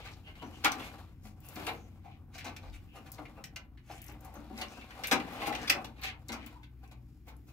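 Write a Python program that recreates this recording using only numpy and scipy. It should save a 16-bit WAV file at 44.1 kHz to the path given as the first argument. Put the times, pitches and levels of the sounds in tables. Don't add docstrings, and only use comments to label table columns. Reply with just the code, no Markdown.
import sys
import numpy as np
from scipy import signal
from scipy.fft import rfft, irfft, next_fast_len
from scipy.io import wavfile
from scipy.ndimage import uniform_filter1d, map_coordinates

SR = 44100
rng = np.random.default_rng(int(sys.argv[2]) if len(sys.argv) > 2 else 0)


def attenuation_scalar(level_db):
    decades = np.asarray(level_db, float) / 20
    return 10 ** decades


def pcm_store(signal):
    levels = np.round(np.clip(np.atleast_2d(signal), -1, 1) * 32767)
    wavfile.write(sys.argv[1], SR, levels.astype(np.int16).T)


N = 331632


def unit(x):
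    return x / np.sqrt(np.mean(x ** 2) + 1e-20)


def along(points, hz):
    f, v = np.transpose(points)
    return np.interp(np.log(hz + 1), np.log(f + 1), v)


def curves(rows):
    s, *cols = np.transpose(rows)
    return [np.interp(np.arange(N) / SR, s, c) for c in cols]


def wobble(rate):
    knots = rng.standard_normal(int(N * rate / SR) + 4)
    return map_coordinates(knots, [np.arange(N) * rate / SR])


def filtered(x, response):
    n = x.shape[-1]
    m = next_fast_len(n + 2048)
    return irfft(rfft(x, m) * response(np.fft.rfftfreq(m, 1 / SR)), m)[..., :n]


def body(modes, bed, spread_db=0):
    gains = attenuation_scalar(spread_db * rng.standard_normal(len(modes)))

    def response(f):
        total = attenuation_scalar(along(bed, f))
        for k, (gain, (hz, width, db)) in enumerate(zip(gains, modes)):
            peak = 1j * f * width / (hz * hz - f * f + 1j * f * width)
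            total = total + (-1) ** k * gain * attenuation_scalar(db) * peak
        return total
    return response


def ports(force, response, alike, lead_s):
    a, b = force * rng.standard_normal((2, len(force)))
    turn = np.arccos(np.clip(alike, 0, 1)) / 2
    pair = np.cos(turn) * a + np.sin(turn) * np.array([b, -b])
    sides = np.array([[1], [-1]])
    return filtered(pair, lambda f: response(f) * np.exp(1j * np.pi * f * lead_s * sides))


def lean(db):
    return attenuation_scalar([[db / 2], [-db / 2]])


# t/s, share of the full lead at the left port
HAND_PLACE = [
    (0, .2),
    (.7, 1),
    (1.2, .3),
    (2.2, .1),
    (4.2, .1),
    (5, .9),
    (5.8, 1),
    (6.3, .5),
    (7.5, .3),
]


def hand_share(s):
    return np.interp(s, *np.transpose(HAND_PLACE))


def contact(out, s, db, hz, fade, pan_db, modes, bed, alike, lead_s, crack, focus_db,
            rise=.0022, slope_db=2.5, swell=0, size=SR // 5):
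    t = np.arange(size) / SR
    bumps = np.repeat(rng.standard_normal(size // 60 + 1), 60)[:size]
    shape_db = -60 * np.maximum(t - swell, 0) / np.clip(fade, .01, .25)
    shape_db -= 33 * np.maximum(swell - t, 0) / (swell + 1 / SR)
    force = attenuation_scalar(shape_db + 3.35 * bumps) * (1 - np.exp(-t / rise)) ** 2
    force += crack * attenuation_scalar(-60 * t / 0.015)
    ring = body(modes, bed, spread_db=1.9)

    def focused(f):
        away = np.log((f + 1) / hz)
        return ring(f) * attenuation_scalar(focus_db * np.exp(-(away / 0.12) ** 2) - slope_db * abs(away))
    part = ports(force, focused, alike, lead_s * hand_share(s))
    peak = np.sqrt(uniform_filter1d(np.mean(part ** 2, 0), size=130).max())
    start = round((s - .3 * rise - swell) * SR)
    out[:, start:start + size] += attenuation_scalar(db - 7.0) * part / peak * lean(pan_db)


# f/Hz, width f/Hz, level/dB
METAL = [(577, 18, -12), (596.7, 22, -3.5), (760, 47, -0.5), (793, 12, -6.5), (807, 23, -9.5),
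         (874, 49, 3.5), (957, 29, -8.5), (1071, 18, 4), (1180, 280, -6), (1266, 78, 2), (1340, 140, -16.5),
         (1618, 62, -13.5)]
# f/Hz, level/dB
METAL_BED = [(250, -39.5), (450, -1.5), (800, -2.5), (1600, -10), (2500, -31.5)]
# f/Hz, width f/Hz, level/dB
BOOM_MODES = [(167, 27, -16.5), (220.5, 15, 3.5), (254, 38, -2.5), (300.2, 26, 3), (393, 31, -9.5)]
# f/Hz, level/dB
BOOM_SMOOTH = [(90, -36), (200, -8.5), (350, -18), (700, -57)]
# t/s, peak level/dB, loudest f/Hz, fade by 60 dB t/s, boom level/dB re peak
PANEL_KNOCKS = [(0.42, -38, 760, 0.13, 0), (1.563, -41, 1020, 0.28, 3.5), (1.672, -28, 902, 0.12, -11.5),
                (2.446, -37.5, 1180, 0.3, -3.5), (3.186, -37.5, 748, 0.1, -2), (3.56, -48, 1350, 0.13, -29),
                (3.899, -42.5, 799, 0.085, -6), (4.083, -48, 766, 0.13, 1.5),
                (4.355, -46.5, 880, 0.31, 4.5), (4.501, -43.5, 770, 0.11, 5), (4.614, -39.5, 988, 0.12, -6),
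                (4.771, -43.5, 746, 0.032, -4), (5.035, -45.5, 1324, 0.086, -18),
                (5.201, -41, 743, 0.057, -1), (5.472, -27.5, 740, 0.15, -2), (5.547, -36, 813, 0.09, -13.5),
                (5.701, -30, 1464, 0.15, -5), (5.749, -32, 727, 0.27, -6), (5.844, -40, 724, 0.028, -2.5),
                (6.295, -37.5, 1000, 0.1, -1.5), (6.329, -37, 1130, 0.14, -3),
                (6.914, -51, 780, 0.063, -22)]
# t/s, peak level/dB, fade by 60 dB t/s, first bounce loss level/dB,
# boom level/dB re peak
PLUG_SLAMS = [
    (0.646, -25, 0.023, 1.5, -10),
    (5.113, -23, 0.05, 1.5, -4),
]


def knocks(out):
    bounce_s, slam_hz = .0155, 1000
    blows = list(PANEL_KNOCKS)
    for s, db, fade, loss_db, boom_db in PLUG_SLAMS:
        for k in range(3):
            blows.append((s + k * bounce_s, db - loss_db * k * k, slam_hz, fade, boom_db))
    for s, db, hz, fade, boom_db in blows:
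        contact(out, s, db, hz, fade, 5.0, METAL, METAL_BED, .96, .00012, .7, 3.0)
        contact(out, s, db + boom_db + 0.5, 260, fade, 4.5, BOOM_MODES, BOOM_SMOOTH, .98, .0001, .2, 0)


# f/Hz, width f/Hz, level/dB
PLASTIC_MODES = [(1532, 24, -4.5), (1890, 110, -2.5), (2120, 110, -6.5), (2306, 26, -2), (2380, 66, -7),
                 (2562, 120, -1.5), (2651, 210, -9.5), (2894, 33, -1), (3460, 190, -15.5),
                 (3920, 330, -5.5), (4534, 180, -16.5)]
# f/Hz, level/dB
PLASTIC_SMOOTH = [(800, -21.5), (1500, -10), (3000, -10), (5000, -18.5), (8000, -27)]
# t/s, peak level/dB, loudest f/Hz
PLUG_CLACKS = [(0.052, -46, 2400), (0.07, -46, 1900), (6.838, -60, 1600), (7.287, -54, 1700),
               (2.408, -43.5, 2500), (2.482, -44.5, 1700), (2.3407, -54, 1600), (2.3502, -47, 2480),
               (2.676, -54.5, 2380), (5.4254, -34.5, 2230), (0.3547, -47, 2060), (0.422, -43, 2100),
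               (0.6525, -22.5, 1842), (0.6654, -34.5, 2200), (0.797, -38, 2770), (0.819, -42, 2820),
               (1.5613, -39.5, 2400), (1.667, -28, 2360), (1.6836, -30.5, 2620), (2.4656, -41, 2400),
               (3.182, -44.5, 2120), (3.2539, -43.5, 2860), (3.7737, -54, 2060), (3.902, -52, 2470),
               (4.8112, -44, 2490), (5.0729, -35, 2450), (5.1994, -34.5, 1940), (5.5253, -29.5, 1890),
               (6.0792, -36.5, 2205), (6.2898, -35, 2150), (6.4638, -44.5, 2580), (6.6316, -48, 3620)]
# t/s, peak level/dB, loudest f/Hz, fade by 60 dB t/s,
# wire level/dB re peak
PLUG_SNAPS = [(0.6462, -16.5, 1723, 0.046, -4.5), (0.7185, -32, 2335, 0.036, -0.5),
              (2.3803, -38, 2550, 0.15, -7.5), (2.4438, -38, 2546, 0.23, -5.5),
              (2.5645, -40, 2460, .05, -4.5), (3.44, -37.5, 3100, 0.039, 0),
              (3.5615, -34, 2860, 0.033, -4.5), (4.6135, -29.5, 2770, .07, -8),
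              (4.9065, -41.5, 2050, 0.056, -16.5), (5.0369, -27.5, 2520, 0.085, -8.5),
              (5.113, -19.5, 2490, 0.1, -6.5), (5.125, -23, 2970, 0.037, 0), (5.55, -29, 2715, .065, -9.5),
              (5.698, -12, 2560, 0.034, -5.5), (5.845, -37.5, 3380, 0.045, -3.5),
              (6.034, -35.5, 1960, 0.088, -3.5), (6.32, -34, 2050, 0.13, -5),
              (6.9133, -51.5, 2464, .085, -7)]


def clacks(out):
    hits = [(s, db, hz, .066) for s, db, hz in PLUG_CLACKS] + [row[:4] for row in PLUG_SNAPS]
    for s, db, hz, fade in hits:
        contact(out, s, db, hz, fade, .3, PLASTIC_MODES, PLASTIC_SMOOTH, .7, .00039, .95, 3.5, size=SR // 8)


# t/s, peak level/dB, loudest f/Hz, fade by 60 dB t/s
LIGHT_TOUCHES = [
    (0.639, -28, 1650, 0.066),
    (0.651, -20, 1200, 0.053),
    (0.668, -25, 1430, 0.049),
    (5.119, -23.5, 1455, .08),
    (5.674, -26.5, 4970, 0.12),
    (6.017, -39, 4400, 0.14),
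]


def touches(out):
    modes = METAL[8:] + PLASTIC_MODES
    for s, db, hz, fade in LIGHT_TOUCHES:
        contact(out, s, db, hz, fade, 3.0, modes, PLASTIC_SMOOTH, .85, .0001, .3, 9.0)


# f/Hz, width f/Hz, level/dB
WIRE_MODES = [(5930, 170, -20.5), (6100, 330, 0.5), (7400, 1600, -12.5), (10000, 170, -0.5),
              (12500, 1900, -8), (15200, 3000, -5.5)]
# f/Hz, level/dB
WIRE_SMOOTH = [(2500, -33.5), (5000, -5), (8500, -12.5), (12000, -9), (16000, -47)]
# t/s, peak level/dB, loudest f/Hz
WIRE_TICKS = [(1.4038, -50, 15280), (1.4648, -48.5, 11800), (1.4872, -38.5, 12900), (1.5573, -43, 4650),
              (1.668, -35, 10000), (3.1185, -36, 12800), (4.0179, -39, 13000), (3.98, -55, 12000),
              (4.0422, -45, 11900), (4.0835, -47, 12000), (5.699, -26, 8500), (6.327, -42, 6500),
              (4.0642, -45.5, 12500), (4.083, -46.5, 5740), (4.099, -53, 6100), (4.1203, -51.5, 14780),
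              (4.208, -51, 13160), (4.2484, -43.5, 11980), (4.341, -49, 14000), (4.578, -40, 4840),
              (5.0712, -29, 11860), (5.081, -33, 9000), (3.455, -51.5, 12000), (5.681, -41.5, 5070),
              (6.0153, -43.5, 14350), (6.2847, -39.5, 7600), (6.4629, -40, 15200), (6.877, -60.5, 6000),
              (7.286, -57.5, 6000), (7.3671, -56.5, 11500)]


def ticks(out):
    taps = [(s, db, hz, 0.016, 8.5) for s, db, hz in WIRE_TICKS]
    taps += [(s, db + wire_db, 5500, 0.7 * fade, 9.5) for s, db, hz, fade, wire_db in PLUG_SNAPS]
    for s, db, hz, fade, slope_db in taps:
        contact(out, s, db, hz, fade, 6.0, WIRE_MODES, WIRE_SMOOTH, .7, .0004 * rng.random(), .6, 4.0,
                rise=0.0018, slope_db=slope_db, size=SR // 10)


# t/s, plastic peak level/dB, fade by 60 dB t/s, panel level/dB re peak,
# wire level/dB re peak
HAND_SHOVES = [(0.06, -44, 0.16, -2, -9), (0.2797, -46, 0.13, -5, -31), (0.85, -41, 0.35, -1.5, -7.5),
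               (1.256, -50.5, 0.21, 4.5, -1.5), (1.445, -60, .24, 5.5, 4.5), (2.0572, -58, 0.26, 4.5, -8),
               (2.352, -47, 0.18, 3.5, -6.5), (2.6384, -54.5, 0.2206, 11, -10),
               (2.7443, -47, 0.14, -14, -10), (2.9647, -50.5, 0.15, 8.5, -4),
               (3.0684, -51.5, 0.0977, 0, -6), (3.3851, -64, 0.0926, 20.5, -18.5),
               (3.9197, -45, 0.72, -5.5, -5.5), (4.2496, -55, 0.27, 10.5, -3), (4.3522, -53, 0.25, 5.5, -4),
               (4.588, -38, 0.22, -0.6, -8.5), (5.3338, -45, 0.42, 5.5, -5), (5.42, -32.5, 0.32, 1.9, -18),
               (5.472, -32.5, 0.11, -12.5, -3), (5.9866, -49.5, 0.28, -2.5, -21),
               (6.0469, -30.5, 0.13, -5, -14.5), (6.8417, -58, 0.071, 10, -9), (7.2853, -49, 0.1, 2.5, -4),
               (7.4898, -58, 0.15, 2.5, -0.5)]


def shoves(out):
    for s, db, fade, panel_db, wire_db in HAND_SHOVES:
        swell = .03 + .12 * fade
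        contact(out, s, db, 2400, fade, .3, PLASTIC_MODES, PLASTIC_SMOOTH, .7, .00036, 0, 2.5, swell=swell)
        contact(out, s, db + panel_db, 800, fade, 3.5, METAL + BOOM_MODES, METAL_BED, .94, .00012, 0, 2.2,
                swell=swell)
        contact(out, s, db + wire_db, 5800, fade, 4.0, WIRE_MODES, WIRE_SMOOTH, .55, .0002, 0, 1.5,
                swell=swell, size=SR // 6)


def contacts():
    out = np.zeros((2, N + SR))
    for play in (knocks, clacks, touches, ticks, shoves):
        play(out)
    return out[:, :N]


# t/s, peak level/dB, f/Hz, fade by 60 dB t/s
CLEAN_RINGS = [(0.649, -22, 813, .12), (0.662, -26, 822, .07), (0.677, -22, 821, .045),
               (0.657, -22.5, 1413, 0.093), (0.66, -32, 1263, 0.071), (0.655, -26, 2216, .1),
               (0.65, -36, 307, 0.12), (0.699, -35, 811, .07), (0.054, -52, 4700, .04),
               (0.06, -46, 1500, .05), (0.068, -47, 1200, .07), (0.672, -27, 1427, .06),
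               (2.73, -58, 3700, .15), (0.7176, -32.5, 6100, 0.038), (1.668, -44, 10000, .04),
               (2.058, -49, 770, 0.087), (3.19, -36.5, 735, 0.062), (3.561, -38, 2822, 0.03),
               (3.901, -42, 740, 0.08), (3.901, -39, 814, 0.086), (3.918, -52, 5250, 0.068),
               (4.079, -52, 5800, .05), (4.355, -53, 6220, 0.059), (1.561, -42.5, 205, 0.28),
               (1.25, -49.5, 215, 0.22), (5.701, -25.5, 2200, .07), (5.703, -30, 2200, .06),
               (5.117, -30, 781, .16), (5.14, -32, 495, 0.16), (5.118, -23, 1692, .07),
               (5.13, -30, 301, 0.33), (5.418, -37.5, 2750, 0.053), (5.473, -36.5, 793, 0.063),
               (5.551, -36, 2717, 0.032), (5.676, -36, 4930, .04), (5.5, -40, 2665, .04),
               (5.78, -42.5, 240, .3), (6.3, -46, 225, .25), (6.29, -46, 300, 0.26)]


def rings():
    out, t = np.zeros((2, N + SR)), np.arange(SR // 4) / SR
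    for s, db, hz, t60 in CLEAN_RINGS:
        drift = np.cumsum(rng.standard_normal(len(t))) * (.012 + hz * 6e-6)
        lead = np.pi * hz * hand_share(s) * .0002 * np.array([[1], [-1]])
        envelope = attenuation_scalar(db - 60 * t / t60) * (1 - np.exp(-t / 0.0012))
        start = round(s * SR)
        out[:, start:start + len(t)] += np.sin(2 * np.pi * hz * t + drift + lead) * envelope * lean(4.4)
    return out[:, :N]


# t/s, hand pressure level/dB, slide speed as brightness level/dB
CABLE_DRAG = [(0.0, -50, -2), (0.27, -66, 3), (0.79, -44.5, -0.5), (1.03, -56, -1), (1.32, -77.5, 0),
              (1.63, -45, 6.5), (1.84, -63.5, 3.5), (2.34, -69, -10.5), (2.48, -52, -4), (2.74, -73, 4.5),
              (3.2, -57.5, -1), (3.68, -69, -8), (4.59, -55.5, 1.5), (5.61, -43.5, -1.5), (6.14, -72.5, 0),
              (6.51, -53.5, -0.5), (6.7, -72, -0.5), (7.52, -85.5, 13)]


def drag():
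    panel_db, speed_db = curves(CABLE_DRAG)
    press_db = panel_db + 52
    plastic_db = -60.5 + 1.08 * press_db + speed_db
    wire_db = -71 + 0.71 * press_db + speed_db
    catches = np.clip(3 * wobble(11) + 3 * wobble(40) + 3 * wobble(250), -12, 10)

    def rub(modes, bed, grip, alike, lead_s):
        return unit(ports(attenuation_scalar(grip * catches), body(modes, bed), alike, lead_s))
    metal = rub(METAL, METAL_BED, .9, .93, .0001)
    metal += attenuation_scalar(-5 + 2.5 * wobble(4)) * rub(BOOM_MODES, BOOM_SMOOTH, .7, .96, .0001)
    near = rub(PLASTIC_MODES[:6], PLASTIC_SMOOTH, 0.31, 0.36, 0.00014)
    far = rub(PLASTIC_MODES[4:], PLASTIC_SMOOTH, 0.36, 0.35, 0.00005)
    spot = np.pi / 4 + 1.0 * wobble(6.9)
    sound = attenuation_scalar(panel_db - 4.5) * metal
    sound += attenuation_scalar(plastic_db) * (np.cos(spot) * near + np.sin(spot) * far)
    sound += attenuation_scalar(wire_db) * rub(WIRE_MODES, np.add(WIRE_SMOOTH, [0, 6]), 0.61, 0.45, 0.00016)
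    return sound * lean(3)


# t/s, length t/s, f/Hz, rms level/dB
SLEEVE_SQUEAKS = [(0.234, 0.08, 2860, -61.5), (0.379, 0.064, 2920, -62), (0.525, 0.06, 2900, -64),
                  (1.416, 0.091, 2720, -70), (1.72, 0.18, 6330, -77.5), (2.039, 0.049, 763, -61),
                  (2.631, 0.071, 44.3, -55), (2.87, 0.16, 2750, -67), (3.356, 0.053, 2580, -70),
                  (6.516, 0.11, 931, -67), (0.414, 0.088, 6000, -76), (2.039, 0.13, 2380, -74.5),
                  (4.699, 0.15, 2710, -64.5), (6.795, 0.17, 2475, -78)]
# t/s, length t/s, f/Hz, rms level/dB
SLEEVE_SWISHES = [(1.43, .055, 13060, -65.5), (1.51, .07, 14500, -61), (1.56, 0.21, 12160, -65.5),
                  (1.56, .12, 784, -55.5), (2.08, 0.1, 2540, -73), (2.335, .04, 4960, -62),
                  (2.6, .14, 4140, -74), (2.73, 0.042, 8070, -71.5), (3.12, 0.048, 12180, -70.5),
                  (3.12, 0.044, 4700, -65.5), (3.94, .12, 2450, -64.5), (3.91, 0.1, 7500, -69),
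                  (4.66, 0.17, 5500, -67), (4.88, .14, 1100, -67.5), (5.33, 0.1, 2470, -56.5),
                  (5.44, .06, 2400, -52), (5.58, .1, 4970, -60.5), (6.1, 0.057, 1001, -64),
                  (6.04, .07, 2500, -48), (0.0, .03, 2500, -60), (0.11, .04, 4300, -66),
                  (0.52, .1, 6000, -72), (4.03, .12, 2200, -64), (7.28, 0.072, 1100, -72.5),
                  (6.38, .09, 2300, -61), (5.24, .1, 1900, -60), (5.58, .09, 1800, -51.5),
                  (0.03, .08, 2640, -59.5)]


def squeaks():
    out = np.zeros((2, N + SR))
    for rows, share, grain_db in ((SLEEVE_SQUEAKS, .15, 0), (SLEEVE_SWISHES, .7, 5.5)):
        for s, length, hz, db in rows:
            n, width = round(length * SR), share * hz + 18

            def mode(f):
                return (1j * f * width / (hz * hz - f * f + 1j * f * width)) ** 2
            grains = attenuation_scalar(grain_db * np.repeat(rng.standard_normal(n // 40 + 1), 40)[:n])
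            force = np.pad(grains * np.hanning(n) ** 0.37, (0, 2000))
            start = round(s * SR)
            out[:, start:start + n + 2000] += attenuation_scalar(db) * unit(ports(force, mode, 0.58, 0.00015)) * lean(3)
    return out[:, :N]


# f/Hz, fade by 60 dB t/s
CASE_FADE = [(150, 0.85), (300, 0.56), (1000, 0.29), (3000, 0.19), (10000, 0.1)]
# f/Hz, likeness 0 to 1
CASE_LIKENESS = [(200, 0.9), (700, 0.77), (1500, 0.088), (4000, 0.047)]


def case(x):
    out, span = np.zeros((2, N + SR)), round(.47 * SR)
    for start in range(0, N, span):
        hz, t, z = signal.stft(rng.standard_normal((2, SR // 3)), SR, nperseg=256)
        alike = np.clip(along(CASE_LIKENESS, hz), 0, 1)[:, None]
        z = np.array([z[0], alike * z[0] + np.sqrt(1 - alike ** 2) * z[1]])
        fading = attenuation_scalar(-60 * t / along(CASE_FADE, hz)[:, None])
        tail = signal.istft(z * fading, SR, nperseg=256)[1]
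        echo = signal.fftconvolve(x[:, start:start + span], tail / np.linalg.norm(tail[0]), axes=1)
        first = start + 150
        out[:, first:first + echo.shape[1]] += echo
    return out[:, :N]


def hum(hz, width_hz):
    pitch = hz + width_hz * 0.2 * wobble(5.5)
    return unit(attenuation_scalar(2.1 * wobble(6)) * np.sin(2 * np.pi * np.cumsum(pitch) / SR))


# t/s, slow engine level/dB, fast engine level/dB, rumble level/dB
ENGINES = [
    (0.0, -65, -58, -56),
    (2.34, -66, -54, -57),
    (3.64, -62.5, -70, -57.5),
    (4.15, -53.5, -61, -59.5),
    (4.75, -60.5, -63, -61.5),
    (5.6, -54.5, -66, -56.5),
    (6.12, -54, -57.5, -61),
    (7.52, -55, -79, -59),
]
# f/Hz, level/dB
RUMBLE_COLOR = [(20, -24.5), (42, 4), (71, 0.5), (128, -0.5), (180, -7), (320, -11), (450, -34), (700, -90)]
# f/Hz, level/dB per Hz
HISS_COLOR = [(120, -34), (200, -2), (305, -1), (601, -26), (2130, -27), (7970, -46.5), (13500, -32.5),
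              (16000, -32)]


def background():
    slow_db, fast_db, rumble_db = curves(ENGINES)
    slow = attenuation_scalar(slow_db) * (hum(61, 3.6) + attenuation_scalar(-6.0) * hum(121.73, 6.7) + attenuation_scalar(-17.0) * hum(302, 8))
    fast = attenuation_scalar(fast_db) * (hum(88.7, 7.4) + attenuation_scalar(-19.5) * hum(160, 4.6))
    rumble = unit(ports(np.ones(N), lambda f: attenuation_scalar(along(RUMBLE_COLOR, f)), 0.92, 0))
    hiss = unit(ports(np.ones(N), lambda f: attenuation_scalar(along(HISS_COLOR, f)), 0.59, 0))
    low = (slow + fast + attenuation_scalar(rumble_db + 2.5) * rumble) * lean(2.6)
    return low + attenuation_scalar(-68.5 + 1.6 * wobble(4.1)) * hiss


def scene():
    hits, struck = contacts() + squeaks(), rings()
    echo = attenuation_scalar(-3.5) * case(hits + attenuation_scalar(-8.0) * struck)
    return hits + struck + echo + drag() + background()


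def band_limit(x):
    return signal.sosfilt(signal.butter(12, 16830, fs=SR, output="sos"), x)


def record(dry):
    mix = filtered(dry, lambda hz: np.where(hz < 15750, 1, attenuation_scalar(-27.5)) * (hz < 16750))
    return band_limit(mix)


dry = scene()
out = record(dry)
pcm_store(out)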